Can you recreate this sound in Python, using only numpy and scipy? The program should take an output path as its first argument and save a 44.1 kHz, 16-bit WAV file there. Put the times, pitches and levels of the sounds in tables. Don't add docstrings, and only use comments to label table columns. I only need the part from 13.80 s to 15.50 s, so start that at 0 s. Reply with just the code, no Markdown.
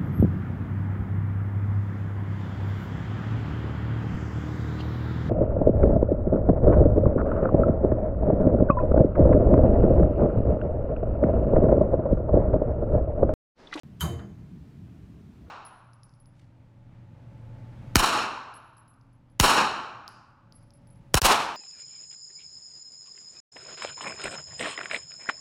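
import sys
import numpy as np
from scipy import signal
from scipy.fft import rfft, irfft
from scipy.io import wavfile
from scipy.ndimage import uniform_filter1d

SR = 44100
rng = np.random.default_rng(int(sys.argv[2]) if len(sys.argv) > 2 else 0)


def natural_amplitude(level_db):
    exponent = np.asarray(level_db, float) / 20
    return 10 ** exponent


def materialize(psi):
    bounded = np.clip(np.atleast_2d(psi).T, -1, 1)
    quanta = np.round(bounded * 32767).astype(np.int16)
    wavfile.write(sys.argv[1], SR, quanta)


N = 74970


def evened(x):
    return x / np.sqrt(np.mean(x ** 2) + 1e-20)


def read(points, hz):
    f, value = np.transpose(points)
    return np.interp(np.log(hz + 1), np.log(f + 1), value)


def since(s):
    return np.maximum(np.arange(N) / SR - s, 0)


def air(shape_db, patch_db, swell_db):
    frames = N // 256 + 9
    real, imag, patches = rng.standard_normal((frames, 1025, 3)).T
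    patches = uniform_filter1d(patches, size=6, axis=0)
    patches = evened(uniform_filter1d(patches, size=12, axis=1))
    swell = evened(uniform_filter1d(rng.standard_normal(frames), size=14))
    level_db = shape_db[:, None] + patch_db * patches + swell_db * swell
    spectrum = (real + 1j * imag) * natural_amplitude(level_db)
    return evened(signal.istft(spectrum, nperseg=2048, noverlap=1792)[1][:N])


def ventilation():
    # (frequency [Hz], level [dB per Hz])
    rumble_colour = [(25, -39), (40, -26.5), (55, -4.5), (115, 0), (185, -2.5), (270, -10), (420, -21.5),
                     (560, -36)]
    # (frequency [Hz], level [dB per Hz])
    hiss_colour = [(260, -32), (450, -1.5), (508, -11), (599, -1.5), (810, -6), (2360, -13), (12000, -30.5),
                   (15300, -30), (16500, -51)]
    # (frequency [Hz], width [Hz])
    ducts = [(58, 8), (118, 10), (178, 14), (205, 10), (260, 10), (410, 12)]
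    rumble_db, hiss_db, duct_db = -46.5, -67, 3.5
    hz = np.fft.rfftfreq(2048, 1 / SR)
    peaks = sum(duct_db * np.exp(-((hz - f) / width) ** 2) for f, width in ducts)
    low = read(rumble_colour, hz) - 100 * (hz > 700) + peaks * 0
    rumble = natural_amplitude(rumble_db) * air(low, patch_db=1.5, swell_db=-0.48)
    hiss = natural_amplitude(hiss_db) * air(read(hiss_colour, hz), patch_db=1.0, swell_db=0.098)
    return rumble + hiss


def swells(waves):
    t, out = np.arange(N) / SR, np.zeros(N)
    for crest, db, hz, rise, fall in waves:
        shape = np.exp(-((t - crest) / np.where(t < crest, rise, fall)) ** 2)
        out += natural_amplitude(db) * shape * np.cos(2 * np.pi * hz * (t - crest))
    return out


def footfalls_and_creaks():
    # (crest [s], level [dB], frequency [Hz], rise [s], fall [s])
    thumps = [
        (0.249, -43, 55.5, 0.024, .08),
        (0.504, -47, 84, 0.019, 0.05),
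        (.53, -41, 167, 0.022, 0.014),
        (0.586, -47, 161, 0.014, 0.013),
        (.645, -43, 177, 0.0063, 0.021),
        (0.737, -41.5, 177.7, 0.021, 0.02),
        (1.058, -35, 133, 0.0028, 0.013),
        (1.65, -62, 672, 0.013, 0.013),
        (1.671, -62, 1430, .005, .014),
        (1.685, -56.5, 476, 0.013, 0.023),
    ]
    return swells(thumps)


def floor_boom():
    # (crest [s], level [dB], frequency [Hz], rise [s], fall [s])
    boom_waves = [
        (0.243, -26, 78, 0.024, 0.036),
        (.242, -23.5, 159.7, 0.013, .028),
        (0.261, -38, 200.7, .035, 0.05),
        (0.301, -35, 168, 0.013, 0.0133),
        (0.314, -32, 124, 0.039, 0.032),
        (.337, -31.5, 88.4, 0.032, 0.064),
        (0.369, -33.5, 121.2, 0.013, 0.021),
        (0.387, -32, 85.3, 0.014, 0.034),
        (0.426, -44, 118, 0.023, 0.038),
        (.45, -44, 200.8, 0.071, 0.074),
    ]
    return swells(boom_waves)


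def knocks():
    # (level [dB], frequency [Hz], time to fall 60 dB [s])
    bumps = [
        (-49.5, 1520, 0.24),
        (-53.5, 3600, 0.057),
        (-67.5, 1300, .4),
        (-68, 520, 0.82),
        (-55, 6600, 0.13),
        (-55.5, 740, 0.48),
    ]
    bump_times = [.388, .389, 1.664, 1.63, .1985, .389]
    out = np.zeros(N)
    noises = rng.standard_normal((len(bumps), N))
    for s, (db, hz, t60), noise in zip(bump_times, bumps, noises):
        resonance = signal.butter(2, [hz * 0.78, hz * 1.15], "band", fs=SR, output="sos")
        band = evened(signal.sosfilt(resonance, noise))
        rise = np.minimum(since(s) / 0.0063, 1)
        out += band * rise * natural_amplitude(db - 60 * since(s) / t60)
    return out


def shudder(modes):
    t, out = since(0.2072), np.zeros(N)
    for (hz, width, db, rise, t60), noise in zip(modes, rng.standard_normal((len(modes), N))):
        peak = signal.iirpeak(hz, hz / (1.5 * width), SR)
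        band = evened(signal.lfilter(*peak, signal.lfilter(*peak, noise)))
        build_up = 1 - np.exp(-(t / rise) ** 2)
        out += band * natural_amplitude(db - 60 * (t - rise) / t60) * build_up
    return out


def frame():
    # (frequency [Hz], width [Hz], level [dB], build-up [s], time to fall 60 dB [s])
    frame_modes = [(296, 79, -46, 0.027, 0.63), (342, 23.7, -38.5, 0.046, 0.72),
                   (411, 13, -47, 0.021, 0.86), (462.5, 12, -38.5, 0.03, 0.57),
                   (567, 103, -44.5, 0.044, 0.39), (612, 28, -48.5, 0.046, 0.7), (689, 20, -49, 0.13, 0.33),
                   (796, 31, -43.5, 0.026, 0.37), (263, 42, -44, 0.068, 0.85), (2100, 10, -60, 0.018, 0.77)]
    return shudder(frame_modes)


def rattle():
    # (frequency [Hz], width [Hz], level [dB], build-up [s], time to fall 60 dB [s])
    rattle_modes = [(996, 84, -40, 0.0088, 0.33), (1089, 86, -42, 0.012, 0.47),
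                    (1335, 270, -37.5, 0.0019, 0.27), (3810, 320, -47, .003, 0.3),
                    (4700, 230, -47, .003, 0.093), (6230, 230, -47, 0.0017, 0.19),
                    (6460, 110, -56, 0.0074, 0.64), (7150, 90, -54, 0.0019, 0.49),
                    (8260, 200, -64, .003, 0.18), (9400, 650, -41.5, 0.0023, 0.11),
                    (10770, 120, -70, .003, 0.18), (11600, 120, -48, 0.0022, 0.26),
                    (12840, 560, -40, .002, 0.11), (12940, 260, -52, .003, 0.22)]
    return shudder(rattle_modes)


def hall():
    # (frequency [Hz], time to fall 60 dB [s])
    echo_times = [(200, 1), (700, 0.95), (1500, 0.66), (3000, 0.43), (6000, 0.38), (11000, 0.31),
                  (16000, 0.28)]
    taps = np.zeros(SR)
    at = np.arange(40, SR - 20, 10)
    taps[at + rng.integers(0, 10, len(at))] = rng.choice([-1., 1.], len(at))
    hz, t, z = signal.stft(taps, SR, nperseg=256)
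    decay = natural_amplitude(-60 * t / read(echo_times, hz)[:, None])
    tail = signal.istft(z * decay, SR, nperseg=256)[1]
    rise_s = 0.0027
    tail = tail * (1 - np.exp(-np.arange(len(tail)) / SR / rise_s))
    return tail / np.linalg.norm(tail)


def crack():
    # (time [s], level [dB])
    blows = [
        (.1986, -27),
        (.2062, -14),
        (.2078, 0),
        (.2125, -12),
        (.2160, -10),
        (.2335, -16),
    ]
    # (frequency [Hz], level [dB])
    crack_colour = [(400, -53), (900, -4.5), (1400, -1.5), (2300, -11.5), (5200, -9), (7000, -8.5),
                    (12500, -5), (15800, -17), (16600, -35)]
    level_db, decay_s = -25, 0.00062
    gain = natural_amplitude(read(crack_colour, np.fft.rfftfreq(N, 1 / SR)))
    noise = evened(irfft(rfft(rng.standard_normal(N)) * gain, N))
    bursts = np.zeros(N)
    for s, db in blows:
        bursts += natural_amplitude(level_db + db) * (since(s) > 0) * np.exp(-since(s) / decay_s)
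    return noise * bursts


def ring(s, hz, db, t60):
    return natural_amplitude(db - 60 * since(s) / t60) * np.sin(2 * np.pi * hz * since(s))


def tick():
    # (time [s], frequency [Hz], level [dB], time to fall 60 dB [s])
    tick_mode = (.2078, 12500, -22, .004)
    return ring(*tick_mode)


def plates():
    # (time [s], level [dB])
    landing = [
        (.2000, -19),
        (.2085, 0),
    ]
    # (frequency [Hz], level [dB], time to fall 60 dB [s], direction of first swing [+1 or -1])
    plate_modes = [(2962, -6, .11, 1), (3024, 0, .09, 1), (3048, -9, .4, -1), (3061, -14, .45, -1),
                   (3071, -5, .33, -1), (3087, -1, .19, -1), (3110, -1, .14, 1), (3162, -10, .22, 1),
                   (3200, 4, .06, 1), (3768, -17, .28, 1), (4795, -28, .55, 1), (4800, -26, .55, 1),
                   (6537, -14, .25, 1), (6568, -15, .42, -1)]
    plate_db, rise_s = -34.5, 0.00077
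    out = np.zeros(N)
    for s, level in landing:
        tones = sum(np.sign(side) * ring(s, hz, db, t60) for hz, db, t60, side in plate_modes)
        out += natural_amplitude(plate_db + level) * (1 - np.exp(-since(s) / rise_s)) * tones
    return out


def scene():
    steel, snap = plates(), crack()
    sent_to_walls = natural_amplitude(-13) * steel + natural_amplitude(-6) * 4 * snap
    echoes = signal.fftconvolve(sent_to_walls, hall())[:N]
    clank = steel + snap + tick() + echoes
    structure = knocks() + floor_boom() + frame() + rattle()
    return (clank + structure + footfalls_and_creaks() + ventilation())[None]


def top_cut(x):
    return signal.sosfilt(signal.butter(12, 16640, fs=SR, output="sos"), x)


def record(dry):
    lowpass = signal.firwin(511, 16050, window=("kaiser", 9), fs=SR)
    x = signal.oaconvolve(dry, lowpass[None], "same")
    open_s, step_db, decay_s = .0341, -41, 0.0011
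    t = since(open_s)
    step = np.exp(-t / decay_s)
    x = (x * (1 - step) + natural_amplitude(step_db) * step) * (t > 0)
    return top_cut(x)


dry = scene()
out = record(dry)
materialize(out)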